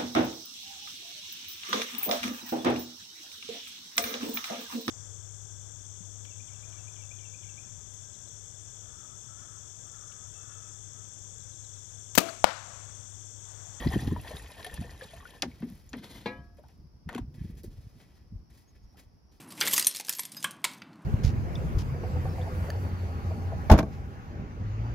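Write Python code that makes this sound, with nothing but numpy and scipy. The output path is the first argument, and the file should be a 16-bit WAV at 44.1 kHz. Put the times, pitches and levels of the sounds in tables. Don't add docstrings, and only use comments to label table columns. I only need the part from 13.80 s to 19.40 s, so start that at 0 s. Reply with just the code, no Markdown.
import sys
import numpy as np
from scipy import signal
from scipy.fft import rfft, irfft, next_fast_len
from scipy.io import wavfile

SR = 44100
rng = np.random.default_rng(int(sys.argv[2]) if len(sys.argv) > 2 else 0)


def materialize(psi):
    bounded = np.clip(np.atleast_2d(psi).T, -1, 1)
    quanta = np.round(bounded * 32767).astype(np.int16)
    wavfile.write(sys.argv[1], SR, quanta)


N = 246958
T = np.arange(N) / SR

# frequency in Hz, level in dB.
BUBBLE_COLOUR = [(250, 1), (600, -2), (950, -0.5), (1350, -10.5), (1800, -1.5), (2500, -14.5),
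                 (3400, -10.5), (6000, -14.5)]
DROPLET_COLOUR = [(1500, -16), (2400, -5.5), (3400, -4.5), (5000, -10), (7000, -2), (11000, 1.5),
                  (15000, -22)]
SPRAY_COLOUR = [(400, -4), (1500, 5.5), (3400, -2), (5000, 1.5), (7000, 2.5), (11000, -6.5), (13500, -4),
                (16000, -32)]
# starting pitch in Hz, width in Hz, level in dB.
POT_HOLLOW = [(690, 84, -20), (1120, 67, -8.5), (1880, 110, 8.5), (3286, 280, 8.5)]
HOLLOW_SAG_PER_S = 0.036
# start in seconds,
# surge in dB, hold in seconds, slap level in dB, mist level in dB (both before the offsets in plops).
GUSHES = [(-0.004, 8.5, 0.15, -32, -66), (0.119, 14.5, 0.037, -54, -41), (0.207, 11, 0.023, -45, -45.5),
          (0.272, 7.5, 0.044, -31.5, -52), (0.412, 4, 0.0089, -57, -43.5), (0.478, 10.5, 0.063, -31, -62),
          (0.562, 11, 0.0088, -56, -44), (0.645, -5, 0.023, -46, -71), (0.716, 7, 0.14, -38.5, -69),
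          (0.845, 2.5, .01, -27.5, -35.5), (0.864, 9.5, 0.014, -29, -41), (0.94, 11.5, 0.0094, -34, -35.5),
          (1.022, -2, 0.018, -48, -72), (1.112, 3, .01, -57, -56), (1.217, 10.5, 0.024, -35, -55),
          (1.336, 4, 0.14, -40, -51), (1.504, 5.5, 0.14, -38.5, -50)]
GUSH_ATTACK_S, GUSH_RELEASE_S = 0.031, 0.076
BUBBLING_DB, BUBBLING_FALL_DB_PER_S = -56.5, 6.5
SPRAY_DB, SPRAY_FALL_DB_PER_S = -62.5, 2
POUR_END_S = 1.6
RUSH_DB, FROTH_DB = -5.5, -7
SPRAY_SURGE_SHARE = 1
# start in seconds, level in dB, hold in seconds, pitch in Hz.
SPATTERS = [(.048, -54.5, 0.012, 6100), (0.074, -47.5, 0.0037, 3840), (.122, -64, 0.026, 3200),
            (0.213, -55.5, 0.032, 4460), (.505, -67, .05, 3800), (0.604, -65, 0.0089, 2170),
            (0.634, -60, 0.0094, 3880), (0.661, -54, 0.0054, 2940), (0.743, -59, 0.0094, 2950),
            (0.773, -60, 0.0068, 4500), (0.799, -55, 0.009, 2680), (0.829, -51, 0.0032, 3160),
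            (0.874, -62, 0.0032, 3230), (0.912, -60, .008, 3170), (0.965, -56, .01, 3220),
            (1.021, -61, 0.0047, 3000), (1.107, -57, 0.0036, 5550), (1.238, -53, .005, 3760),
            (1.286, -58, .006, 3200), (1.475, -56, .003, 3480), (1.551, -66, .003, 3200)]
DROPS_PER_S, DROP_DB = 55, -53
# start in seconds, peak in dB, starting pitch in Hz.
PLOPS = [(.038, -36, 1854), (.073, -35.5, 1980), (0.088, -38.5, 4990), (.113, -37, 777),
         (0.145, -37.5, 3120), (.131, -45, 1900), (0.192, -37, 1826), (.207, -46, 3870),
         (.311, -43.5, 1014), (0.363, -32.5, 952), (.398, -46, 2630), (0.475, -37.5, 1860),
         (.508, -36, 613), (.568, -37, 3680), (.597, -44.5, 1830), (.662, -50, 1905), (0.705, -47.5, 980),
         (0.794, -44.5, 1035), (0.847, -33.5, 1764), (0.865, -36, 722), (0.867, -43.5, 424),
         (.868, -41, 3280), (.897, -41.5, 1830), (0.976, -41, 1750), (1.022, -43, 693), (1.042, -46, 1780),
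         (1.046, -45, 480), (1.094, -43.5, 1897), (1.211, -37, 1680), (1.22, -37.5, 511),
         (1.239, -56, 3800), (1.284, -55, 2920), (1.335, -40.5, 660), (1.402, -48.5, 1860),
         (1.406, -46, 1140), (1.427, -47, 1106), (1.454, -38.5, 1450), (1.715, -51, 2210),
         (2.092, -47, 6660), (5.145, -60, 800), (5.157, -64, 1320), (5.18, -66, 1720), (5.195, -59, 2200)]
PLOP_T60_S, PLOP_T60_SLOPE = 0.057, 0.58

# frequency in Hz, level in dB.
WIND_COLOUR = [(25, -4), (45, 8), (70, 8.5), (120, -1), (200, -6.5), (320, -13), (500, -24.5), (1000, -53)]
# centre in seconds, level in dB, length in seconds, nominal fastest eddy in Hz.
PUFFS = [(0.068, -16.5, 0.013, 345), (0.094, -25.5, 0.014, 175), (0.141, -26, .008, 250),
         (0.166, -17.5, .013, 339), (0.203, -39, .02, 298), (0.228, -29.5, 0.0064, 344),
         (0.259, -34.5, .018, 283), (0.279, -21, 0.0077, 370), (0.326, -23.5, 0.017, 332),
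         (0.548, -35.5, 0.014, 193), (0.94, -36, 0.024, 76), (0.993, -29.5, 0.012, 222),
         (1.015, -29, 0.011, 237), (1.256, -44, 0.0074, 211), (1.374, -44, 0.021, 100),
         (2.07, -45.5, .025, 99), (2.6, -42, .025, 150), (2.856, -48, .025, 166), (2.998, -40, .008, 150),
         (3.053, -45, 0.022, 170), (3.274, -32.5, 0.016, 185), (3.421, -29.5, .016, 114.4),
         (3.447, -36, .007, 166), (3.486, -35.5, 0.0147, 147), (3.585, -39, .008, 200),
         (3.615, -28, 0.0097, 254), (3.651, -30, 0.0097, 236), (3.701, -36.5, .012, 233),
         (3.788, -50, .025, 254), (3.88, -35.5, .018, 121), (3.985, -34.5, .014, 106),
         (4.043, -46, .008, 184), (4.069, -38.5, 0.0154, 120), (4.163, -50, .03, 227),
         (4.415, -44, .012, 107), (4.527, -37, 0.016, 205), (4.556, -31, 0.0187, 115),
         (4.602, -41, .012, 79), (4.712, -49.5, .015, 109), (5.046, -43, .03, 62), (5.266, -47, .025, 89)]
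# start in seconds, level in dB, hold in seconds.
GUSTS = [(0.045, -37, 0.34), (1.01, -51, 0.022), (2.628, -59.5, 0.36), (3.58, -50.5, 0.29),
         (4.543, -57.5, .01)]
GUST_ATTACK_S, GUST_RELEASE_S = 0.1, 0.065
BREEZE_DB, BREEZE_FALL_DB_PER_S = -50.5, 2.13
WIND_SIDE_DB, WIND_LUMP_DB = -15, 5

# frequency in Hz, level in dB.
AIR_COLOUR = [(100, 18), (250, 7), (500, -2), (950, -3.5), (1400, -11.5), (2500, -17), (3800, -21.5),
              (7000, -29.5), (12000, -24), (16000, -42.5)]
INSECT_COLOUR = [(3800, -22), (4400, -10), (4900, -1), (5400, 0), (5750, -3), (6200, -15), (7500, -30)]
AIR_DB, INSECT_DB = -65.5, -79.5

# start in seconds, crack level in dB, crack tilt in dB per octave,
# clack level in dB, wall ring level in dB.
KNOCKS = [(1.6214, -13.5, 2, -28.5, -31), (1.821, -39.5, -14, -43.5, -73), (2.131, -31, -5.5, -37.5, -64),
          (2.883, -50.5, 16, -60, -67), (3.833, -39, 17, -59.5, -70)]
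# frequency in Hz, level in dB.
CRACK_COLOUR = [(1000, -1.5), (2200, -3), (3500, 3.5), (5200, 3.5), (7000, -1.5), (11000, -16),
                (16000, -20.5)]
CLACK_COLOUR = [(200, -55), (400, 7.5), (850, 8.5), (1300, 1.5), (2000, 5), (3000, -6), (6000, -19),
                (14000, -36)]
# pitch in Hz before ringing() lowers it by 1 %, level in dB, t60 in seconds.
WALL_MODES = [(440, -7, .1), (795, -7, .1), (935, -10, .1), (1550, -10, .045), (1805, -6, .05),
              (2115, -4, .05), (2930, -3, .025), (3550, -4, .018), (4240, 0, .02), (4630, 0, .018),
              (5070, 1, .018), (5300, 3, .016), (5900, 0, .015)]
BEND_LAG_S = 0.007
# start in seconds, peak in dB,
# starting pitch in Hz, share of the full ring time.
BOOMS = [(1.625, -31.5, 291.6, 0.95), (1.636, -33.5, 299.7, 0.31), (1.652, -31.5, 267, 0.74),
         (1.803, -36.5, 174.8, 0.98), (1.827, -25, 245, 0.73), (1.86, -35, 209, 0.76), (1.903, -37, 186, 1),
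         (2.132, -33, 269, 0.7), (2.152, -32.5, 222, 1), (2.206, -43.5, 234.4, 0.95),
         (3.354, -26.5, 252.4, 0.54), (3.387, -29.5, 264, 0.93), (3.836, -36, 307.6, 0.84),
         (3.868, -42, 274, 1)]
# multiple of the boom pitch, level in dB, full t60 in seconds.
CAN_MODES = [(.52, -12, .16), (.72, -12.5, .2), (1, 0, .17), (1.25, -7, 0.092), (1.6, -11.5, 0.093)]
BOOM_SAG_PER_S, BOOM_WAVER, BOOM_FLUTTER_DB = 1, 0.13, 3.5

# start in seconds, level in dB, hold in seconds,
# treble lift in dB, rasp level in dB.
RUBS = [(1.678, -61, 0.18, -4, -12.5), (1.873, -69.5, 0.55, 2.5, -7.5), (2.773, -69.5, 0.012, 3, -5),
        (2.829, -70.5, 0.089, -3, -16), (3.544, -66, 0.17, 2, -6), (3.583, -83.5, 0.038, -9, 7),
        (3.773, -67.5, 0.012, 8, -1), (3.841, -66, 0.016, 10.5, -7), (3.908, -67.5, 0.28, 0.5, -14),
        (4.203, -73, 0.0044, -10, 2), (4.215, -71, 0.18, -2.5, -6), (4.702, -67.5, 0.011, 3, -4),
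        (4.73, -72.5, 0.088, 5, -5), (4.778, -79, 0.0044, 18.5, -5), (4.867, -78.5, 0.32, 1.5, -6.5),
        (4.953, -76.5, 0.0045, 1, 6), (5.173, -63.5, 0.03, 4, -4), (5.52, -69, 0.036, 0.5, -13.5)]
# frequency in Hz, level in dB.
RUSTLE_COLOUR = [(300, 18.5), (800, 7), (1400, 2), (1900, 2.5), (2800, 2), (4000, 3.5), (6000, 2),
                 (8000, 1), (11000, -1.5), (14000, -4), (16000, 2.5)]
# pitch in Hz, width in Hz, level in dB.
RASP_RESONANCES = [(1740, 33, 1.5), (1967, 80, 2.5), (2213, 140, -1.5), (2490, 200, -7.5),
                   (3116, 130, -5.5)]
RUB_ATTACK_S, RUB_RELEASE_S = 0.0037, 0.014
RUB_RELEASE_SHARE = 0.29
RUB_TREBLE_HZ = 4440
# start in seconds, length in seconds, level in dB.
HANDLING = [(1.74, .47, -45.5), (2.74, .34, -57.5), (3.68, .17, -45.5)]
TICKS_PER_S = 36
# frequency in Hz, level in dB.
TICK_COLOUR = [(2500, -8), (6000, -17), (9500, 5), (12500, 3.5), (16000, -5)]

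DRAG_START_S, DRAG_FASTEST_S, POT_DOWN_S = 2.15, 2.32, 2.4589
DRAG_DB, DRAG_RISE_DB_PER_S, DRAG_EASE_DB_PER_S, POT_DOWN_DB = -48, 68, 51, -30
DRAG_HISS_HZ, DRAG_HISS_DB, DRAG_HISS_FOLLOWS = 6600, 5, 0.97
# frequency in Hz, level in dB.
SCRAPE_COLOUR = [(200, 19.5), (900, -0.5), (1300, -1), (2000, -0.5), (2800, -2), (3800, 0), (6000, -6),
                 (11000, -9), (14500, -14), (16000, -15)]
POT_THUD_COLOUR = [(120, 10.5), (450, 0.5), (1000, 5), (1400, -8), (2200, -32), (3000, -11), (4000, -3),
                   (5500, -18.5), (14000, -35)]
POT_SHIMMER_COLOUR = [(500, 9), (1000, -6), (1400, -10), (2300, -7), (3000, -15), (4200, -14), (8000, -33)]
SHIMMER_DB = -17
# pitch in Hz, width in Hz, level in dB.
BASE_RESONANCES = [(953, 55, 2), (1536, 52, 3), (2060, 90, 4), (3090, 73, 2), (3430, 250, -1),
                   (4120, 62, 2)]
# pitch in Hz, level in dB, t60 in seconds.
POT_MODES = [(218.6, -9, 0.43), (266, -8.5, 0.38), (298, -12, 0.42), (379, -9, 0.3), (435, -12, 0.14),
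             (524, -2.5, 0.25), (595, -18, 0.28), (698, -21.5, 0.75), (850, -13, .28), (987, -13, .38),
             (1136, -28, .7), (1292, -20, .53), (1540, -32, .4), (1664, -10, .49), (1686, -20, .35),
             (1820, -30, .33), (1950, -19, .33), (2182, -13, .2), (2266, -14, .27), (2417, -13, .24),
             (2442, -19, .24), (2725, -15, .17), (3290, -20, .15), (3569, -24, .3), (3850, -19, .12),
             (3984, -24, .21), (4085, -15, .13), (3580, -12, 0.039)]
LOW_BEND, LOW_BEND_S, LOW_BEND_BELOW_HZ = 0.16, 0.032, 530
POT_WAVER, POT_FLUTTER_DB = 0.0025, 2
SLOSH_MODE_DB, SLOSH_MODE_HZ, SLOSH_MODE_RISE, SLOSH_S = -68, 2920, 0.05, 0.135
# start in seconds, level in dB, pitch in Hz.
SLOPS = [(2.783, -41.5, 613), (2.835, -48, 920)]
# multiple of its pitch, level in dB.
SLOP_COLOUR = [(.6, -6), (1, 7), (1.3, -14), (1.6, -7), (2.2, -24), (6, -33), (16, -38)]

# end in seconds, level in dB.
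TRILLS = [(2.92, -71), (4.69, -71), (5.137, -66.5), (5.53, -66.5)]
CRICKET_HZ, CRICKET_PULSES_PER_S, CRICKET_SWEEP_HZ, TRILL_SWELL_S = 5660, 98, 130, 0.085

# start in seconds, tick level in dB, clack level in dB,
# clack pitch in Hz before ringing() lowers it by 1 %.
CAP_HITS = [(3.2896, -36, -33.5, 1830), (3.291, -51, -36.5, 936), (3.298, -57, -38, 1940),
            (3.328, -42.5, -40.5, 930), (3.337, -55, -45, 1900), (3.3475, -30.5, -39, 1490),
            (3.35, -57, -44, 860), (3.361, -43, -43, 2600), (3.379, -35, -34, 960), (3.384, -42, -45, 880)]
# multiple of the clack pitch, level in dB, t60 in seconds.
CAP_MODES = [(.8, -6, 0.037), (1, -3.5, 0.042), (1.14, -5, 0.022), (1.75, -11, 0.022)]
# frequency in Hz, level in dB.
CAP_TICK_COLOUR = [(700, -28), (1600, 7), (3500, 11.5), (5000, -2), (7000, 4.5), (11000, -2), (16000, -9)]
SCUFF_COLOUR = [(250, 11.5), (550, 0), (900, -2), (1300, -3), (1850, -9), (2800, -13.5), (4500, -20),
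                (12000, -32)]
CAP_RATTLE_T60_S = 0.05
SCUFF_S, SCUFF_HOLD_S, SCUFF_DB = 3.3, 0.085, -49

# centre in seconds, level in dB, pitch in Hz, length in seconds.
CHIRPS = [(4.895, -66, 6500, .016), (5.039, -73, 6570, .012)]
BIRD_WARBLE_HZ, BIRD_FLUTTER_DB = 120, 2

# frequency in Hz, left minus right in dB.
BALANCE_DB = [(100, 3), (220, 1), (700, 3.5), (1300, 5.5), (2400, 1), (4600, 7), (8000, -5.5), (15000, 1.5)]
# frequency in Hz, left lead in radians.
PORT_PHASE_RAD = [(100, 0), (1100, 0), (1550, -1.1), (1800, 0), (3000, .9), (4700, .7), (6600, -1.4),
                  (7700, -2.7), (11200, -5.9), (15800, -9.5)]
CUTOFF_HZ = 15700


def from_db(db):
    return 10 ** (np.asarray(db) / 20)


def rms_one(x):
    return x / np.sqrt(np.mean(x ** 2) + 1e-20)


def peak_one(x):
    return x / (np.abs(x).max() + 1e-20)


def at_hz(points, hz):
    point_hz, value = np.transpose(points)
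    return np.interp(np.log(np.maximum(hz, 1)), np.log(point_hz), value)


def colour(x, points):
    size = next_fast_len(len(x) + 4096)
    size += size % 2
    hz = np.maximum(np.arange(size // 2 + 1) * SR / size, 1)
    bass_fall = np.clip(hz / points[0][0], 0.03, 1) ** 2
    cepstrum = irfft(np.log(from_db(at_hz(points, hz)) * bass_fall))
    cepstrum[1:size // 2] *= 2
    cepstrum[size // 2 + 1:] = 0
    return irfft(rfft(x, size) * np.exp(rfft(cepstrum)))[:len(x)]


def highpass(x, cut_hz):
    return signal.sosfiltfilt(signal.butter(2, cut_hz, "high", fs=SR, output="sos"), x)


def drift(knots_per_s):
    knots = rng.standard_normal(8000)
    return rms_one(np.interp(T * knots_per_s, np.arange(len(knots)), knots))


def grains(per_s, spread_db):
    sizes = from_db(spread_db * np.minimum(rng.exponential(1, N), 4))
    signed = sizes * rng.choice([-1, 1], N)
    return signed * (rng.random(N) < per_s / SR)


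def resonate(x, hz, width_hz):
    r = np.exp(-np.pi * width_hz / SR)
    zeros = np.array([1, 0, -1]) * (1 - r * r) / 2
    poles = [1, -2 * r * np.cos(2 * np.pi * hz / SR), r * r]
    return signal.lfilter(zeros, poles, x + 1e-18)


def fade(t, t60):
    return np.exp(-np.log(1000) * t / t60)


def onset(attack_s):
    return 1 - np.exp(-T[:SR // 4] / attack_s)


def swell(s, hold_s, attack_s, release_s):
    before = np.maximum(s - T, 0) / attack_s
    after = np.maximum(T - s - hold_s, 0) / release_s
    return np.exp(-before ** 2 - after)


def ringing(modes, t, speed=0.99):
    bent_t = np.cumsum(speed * np.ones(len(t))) / SR
    signs = rng.choice([-1, 1], len(modes))
    out = np.zeros(len(t))
    for sign, (hz, db, t60) in zip(signs, modes):
        out += sign * from_db(db) * np.sin(2 * np.pi * hz * bent_t) * fade(t, t60)
    return out


def burst(points, t60, attack_s=0.00062):
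    t = T[:SR // 4]
    x = colour(rng.standard_normal(len(t)) * fade(t, t60) * onset(attack_s), points)
    return rms_one(x) * np.sqrt(np.mean(fade(t, t60) ** 2)) / 2


def add(out, s, x):
    start = max(round(s * SR), 0)
    out[start:start + len(x)] += x[:N - start]


def bubble(hz, t60, rise):
    t = T[:int(t60 * SR) + 2]
    return np.sin(2 * np.pi * hz * t * (1 + rise * t / t60 / 2)) * fade(t, t60)


def swarm(count, low_hz, high_hz, cycles, rise, size_db):
    out = np.zeros(N)
    for when, pitch, size, life in rng.random((count, 4)):
        hz = low_hz * (high_hz / low_hz) ** pitch
        gain = from_db(size_db * min(-np.log(1 - size), 3)) * hz ** 0.063
        add(out, when * POUR_END_S, gain * bubble(hz, cycles * (0.5 + life) / hz, rise))
    return out


def while_pouring(x):
    return x / x[T < POUR_END_S].std()


def sinking_resonance(x, hz, width_hz):
    sinking_hz = hz * (1 - HOLLOW_SAG_PER_S * np.minimum(T, POUR_END_S))
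    turn = np.exp(2j * np.pi * np.cumsum(sinking_hz) / SR)
    r = np.exp(-np.pi * width_hz / SR)
    return 2 * np.real(turn * signal.lfilter([1 - r], [1, -r], x / turn + 1e-18))


def pour(gush_db=3.0, bubbles_db=0.0, crackle_db=-4.0):
    big = swarm(count=1500, low_hz=400, high_hz=4500, cycles=28, rise=0.1, size_db=3.4)
    rush = grains(9000, spread_db=2.5)
    churn = from_db(bubbles_db) * while_pouring(colour(big, BUBBLE_COLOUR))
    churn = churn + from_db(RUSH_DB) * while_pouring(colour(rush, BUBBLE_COLOUR))
    hollow = sum(from_db(db) * sinking_resonance(churn, hz, width) for hz, width, db in POT_HOLLOW)
    churn = while_pouring(churn + hollow)

    droplets = swarm(count=3000, low_hz=1800, high_hz=14000, cycles=70, rise=0.03, size_db=4.4)
    crackle = while_pouring(colour(grains(7000, spread_db=4.0), SPRAY_COLOUR))
    spray = while_pouring(colour(droplets, DROPLET_COLOUR)) + from_db(crackle_db) * crackle
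    spray = while_pouring(spray)

    surges_db = [db * swell(s, hold, GUSH_ATTACK_S, GUSH_RELEASE_S) for s, db, hold, _, _ in GUSHES]
    surge_db = np.max(surges_db, axis=0)
    churn_db = BUBBLING_DB - BUBBLING_FALL_DB_PER_S * T + surge_db + gush_db * drift(35.61)
    spray_db = SPRAY_DB - SPRAY_FALL_DB_PER_S * T + SPRAY_SURGE_SHARE * surge_db + gush_db * drift(50.28)
    running = swell(0, POUR_END_S, GUSH_ATTACK_S, GUSH_RELEASE_S)
    return running * (churn * from_db(churn_db) + spray * from_db(spray_db))


def spatters(width_share=0.97, attack_s=0.003, release_s=0.0031):
    fizz = swarm(count=4500, low_hz=1400, high_hz=8000, cycles=30, rise=0.06, size_db=3.0)
    out = np.zeros(N)
    for s, db, hold, hz in SPATTERS:
        shower = resonate(resonate(fizz, hz, width_share * hz), hz, width_share * hz)
        out += from_db(db) * swell(s, hold, attack_s, release_s) * while_pouring(shower)
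    return out


def drops():
    hits = grains(DROPS_PER_S, spread_db=2.0) * (T < POUR_END_S)
    return from_db(DROP_DB - SPRAY_FALL_DB_PER_S * T) * colour(hits, SPRAY_COLOUR)


def plops(rise=0.097, splat_db=-7.5, mist_db=2.5):
    out = np.zeros(N)
    for s, db, hz in PLOPS:
        t60 = PLOP_T60_S * (1000 / hz) ** PLOP_T60_SLOPE
        froth_colour = [(hz / 2, -8), (hz, 0), (hz * 2, -12), (hz * 10, -40)]
        add(out, s, from_db(db) * bubble(hz, t60, rise))
        add(out, s, from_db(db + FROTH_DB) * burst(froth_colour, t60=0.037))
    slap_colour = [(500, -71.5), (1800, 5.0), (3400, 15.0), (7000, -4.0), (14000, -33.0)]
    mist_colour = [(4000, -15.0), (10500, 8.0), (16000, -14)]
    for s, _, _, slap_level_db, mist_level_db in GUSHES:
        add(out, s, from_db(slap_level_db + splat_db) * burst(slap_colour, t60=0.041))
        add(out, s, from_db(mist_level_db + mist_db) * burst(mist_colour, t60=0.03))
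    return out


def wind(slowest_hz=42, top_hz=450):
    gusts = sum(from_db(db) * swell(s, hold, GUST_ATTACK_S, GUST_RELEASE_S) for s, db, hold in GUSTS)
    blowing = from_db(BREEZE_DB - BREEZE_FALL_DB_PER_S * T) + gusts
    lumps = from_db(WIND_LUMP_DB * np.tanh(drift(20)))
    rumble = lumps * blowing * rms_one(colour(rng.standard_normal(N), WIND_COLOUR))
    puffs = np.zeros(N)
    whirl = np.clip(0.95 + 0.25 * drift(450), 0.3, 1.4)
    for s, db, length, hz in PUFFS:
        near = np.abs(T - s) < 0.12
        blow = (1 + ((T[near] - s) / length) ** 2) ** -1.5
        turns = np.cumsum((slowest_hz + (hz - slowest_hz) * blow) * whirl[near]) / SR
        small, large = np.sin(2 * np.pi * (np.outer([1, 0.5], turns) + rng.random((2, 1))))
        puffs[near] += from_db(db) * blow * (small + large) / np.sqrt(2)
    return rumble + signal.sosfilt(signal.butter(2, top_hz, fs=SR, output="sos"), puffs)


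def air_and_insects():
    air = from_db(AIR_DB) * rms_one(colour(rng.standard_normal(N), AIR_COLOUR))
    insects = rms_one(colour(rng.standard_normal(N), INSECT_COLOUR))
    return air + from_db(INSECT_DB + drift(12)) * insects


def through_wall(x):
    step_hz = SR / len(x)
    slowness = np.sqrt(1000 / np.maximum(np.arange(len(x) // 2 + 1) * step_hz, 200))
    delay_s = BEND_LAG_S * (slowness - slowness[-1])
    return irfft(rfft(x) * np.exp(-2j * np.pi * np.cumsum(delay_s) * step_hz), len(x))


def knocks(crack_t60=0.016, clack_t60=0.096, rattle_db=-5.0):
    out = np.zeros(N)
    for s, crack_db, tilt_db, clack_db, ring_db in KNOCKS:
        crack_colour = [(hz, db + tilt_db * np.log2(hz)) for hz, db in CRACK_COLOUR]
        add(out, s, from_db(crack_db) * burst(crack_colour, crack_t60))
        clack = burst(CLACK_COLOUR, clack_t60)
        chatter_db = rattle_db * np.tanh(drift(160)[:len(clack)])
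        add(out, s, through_wall(from_db(clack_db + chatter_db) * clack))
        ring = ringing(WALL_MODES, T[:SR // 4]) * onset(0.00063)
        add(out, s, through_wall(from_db(ring_db) * ring))
    return out


def booms(swell_s=0.0017):
    out, t = np.zeros(N), T[:SR // 4]
    for s, db, hz, share in BOOMS:
        modes = [(multiple * hz, mode_db, t60 * share) for multiple, mode_db, t60 in CAN_MODES]
        speed = 1 - BOOM_SAG_PER_S * t + BOOM_WAVER * drift(70)[:len(t)]
        flutter = from_db(BOOM_FLUTTER_DB * drift(86)[:len(t)])
        boom = ringing(modes, t, speed) * flutter * onset(swell_s) ** 2
        add(out, s, from_db(db) * peak_one(boom))
    return out


def rustle(flutter_db=2.5):
    grain = from_db(flutter_db * drift(45)) * rms_one(colour(grains(5000, spread_db=0.5), RUSTLE_COLOUR))
    treble = highpass(grain, RUB_TREBLE_HZ)
    catches = grains(900, spread_db=2.5)
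    rasp = rms_one(sum(from_db(db) * resonate(catches, hz, width) for hz, width, db in RASP_RESONANCES))
    out = np.zeros(N)
    for s, db, hold, lift_db, rasp_db in RUBS:
        release_s = RUB_RELEASE_S + RUB_RELEASE_SHARE * hold
        rub = grain - treble + from_db(lift_db) * treble + from_db(rasp_db) * rasp
        out += from_db(db) * swell(s, hold, RUB_ATTACK_S, release_s) * rub
    return out


def ticks():
    held = sum(from_db(db) * (T > s) * (T < s + length) for s, length, db in HANDLING)
    return colour(held * grains(TICKS_PER_S, spread_db=3.0), TICK_COLOUR)


def scrape(judder_db=-3.2):
    rising_db = DRAG_RISE_DB_PER_S * (T - DRAG_FASTEST_S)
    easing_db = DRAG_EASE_DB_PER_S * (DRAG_FASTEST_S - T)
    speed_db = np.minimum(rising_db, easing_db)
    dragging = (T > DRAG_START_S) * (T < POT_DOWN_S)
    drag = from_db(DRAG_DB + speed_db + judder_db * drift(70)) * dragging
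    grit = colour(grains(6000, spread_db=1.5), SCRAPE_COLOUR)
    base = sum(from_db(db) * resonate(grit, hz, width) for hz, width, db in BASE_RESONANCES)
    grit = rms_one(grit + base)
    hiss = highpass(grit, DRAG_HISS_HZ)
    return drag * (grit - hiss + hiss * from_db(DRAG_HISS_DB + DRAG_HISS_FOLLOWS * speed_db))


def pot_ring(shimmer_t60=0.59):
    t, out = T[:SR], np.zeros(SR)
    for hz, db, t60 in POT_MODES:
        flat = LOW_BEND * (hz < LOW_BEND_BELOW_HZ) * np.exp(-t / LOW_BEND_S)
        speed = 1 + POT_WAVER * drift(32)[:SR] - flat
        out += ringing([(hz, db, t60)], t, speed) * from_db(POT_FLUTTER_DB * drift(64.6)[:SR])
    add(out, 0, from_db(SHIMMER_DB) * burst(POT_SHIMMER_COLOUR, shimmer_t60))
    glide_hz = SLOSH_MODE_HZ * (1 + SLOSH_MODE_RISE * np.minimum(t / SLOSH_S, 2) ** 3)
    slosh = np.sin(2 * np.pi * np.cumsum(glide_hz) / SR) * swell(0, SLOSH_S, 0.01, 0.014)[:SR]
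    return from_db(POT_DOWN_DB) * out + from_db(SLOSH_MODE_DB) * slosh


def pot(thud_db=2.0):
    out = scrape()
    add(out, POT_DOWN_S, pot_ring())
    add(out, POT_DOWN_S, from_db(POT_DOWN_DB + thud_db) * burst(POT_THUD_COLOUR, t60=0.13))
    return out


def slops(t60=0.07):
    out = np.zeros(N)
    for s, db, hz in SLOPS:
        slop_colour = [(multiple * hz, level_db) for multiple, level_db in SLOP_COLOUR]
        add(out, s, from_db(db) * burst(slop_colour, t60, attack_s=0.0036))
    return out


def cricket():
    stroke = (CRICKET_PULSES_PER_S * T) % 1
    pitch_hz = CRICKET_HZ + CRICKET_SWEEP_HZ * (1 - 2 * stroke + drift(300) / 2)
    tone = np.sin(2 * np.pi * np.cumsum(pitch_hz) / SR)
    trills = sum(from_db(db) * swell(s, 0, TRILL_SWELL_S, 0.003) for s, db in TRILLS)
    return tone * np.sin(np.pi * stroke) ** 4 * trills


def cap(tick_t60=0.019, rattle_db=-8):
    scuff = rms_one(colour(grains(1500, spread_db=3.0), SCUFF_COLOUR))
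    out = from_db(SCUFF_DB) * swell(SCUFF_S, SCUFF_HOLD_S, 0.014, 0.022) * scuff
    for s, tick_db, clack_db, hz in CAP_HITS:
        modes = [(multiple * hz, db, t60) for multiple, db, t60 in CAP_MODES]
        add(out, s, from_db(tick_db) * burst(CAP_TICK_COLOUR, tick_t60, attack_s=0.001))
        add(out, s, from_db(clack_db) * peak_one(ringing(modes, T[:SR // 4]) * onset(0.0007)))
        add(out, s, from_db(clack_db + rattle_db) * burst(CLACK_COLOUR, CAP_RATTLE_T60_S))
    return out


def bird():
    warble_hz = BIRD_WARBLE_HZ * drift(500)
    flutter = from_db(BIRD_FLUTTER_DB * drift(200))
    out = np.zeros(N)
    for s, db, hz, length in CHIRPS:
        tone = np.sin(2 * np.pi * np.cumsum(hz + warble_hz) / SR)
        out += from_db(db) * swell(s, 0, length, length / 2) * tone
    return flutter * out


def yard(side_db=-0.5):
    mid, side = air_and_insects(), air_and_insects()
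    return mid + bird() + cricket() + from_db(side_db) * side * np.array([[1], [-1]])


def ports(x):
    size = next_fast_len(N + SR // 10)
    hz = np.arange(size // 2 + 1) * SR / size
    spectrum = rfft(x, size)
    half_db, half_phase = at_hz(BALANCE_DB, hz) / 2, at_hz(PORT_PHASE_RAD, hz) / 2
    ears = []
    for sign in (1, -1):
        response = from_db(sign * half_db) * np.exp(1j * sign * half_phase)
        ears.append(irfft(spectrum * response, size)[:N])
    return np.array(ears)


def wall(x, t60=0.094, gap_s=0.00086):
    t = T[:SR // 3]
    scatter = rng.standard_normal((2, len(t))) * fade(t, t60) * (t > gap_s)
    scatter = signal.sosfilt(signal.butter(2, 550, "high", fs=SR, output="sos"), scatter)
    scatter = scatter / np.sqrt(np.sum(scatter[0] ** 2))
    return signal.fftconvolve(x[None], scatter, axes=1)[:, :N]


def scene(wall_db=-10.0):
    water = pour() + spatters() + drops() + plops() + slops()
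    can = knocks() + booms() + cap() + ticks()
    near = water + can + pot() + rustle()
    gusts = wind() + from_db(WIND_SIDE_DB) * wind() * np.array([[1], [-1]])
    return ports(near) + from_db(wall_db) * wall(near) + gusts + yard()


def record(dry, dip_hz=8300, dip_width_hz=1800, low_cut_hz=40):
    dipped = dry - resonate(dry.mean(axis=0), dip_hz, dip_width_hz)
    dipped = signal.sosfilt(signal.butter(2, low_cut_hz, "high", fs=SR, output="sos"), dipped)
    return signal.sosfilt(signal.ellip(10, 0.1, 80, CUTOFF_HZ, fs=SR, output="sos"), dipped)


dry = scene()
out = record(dry)
materialize(out)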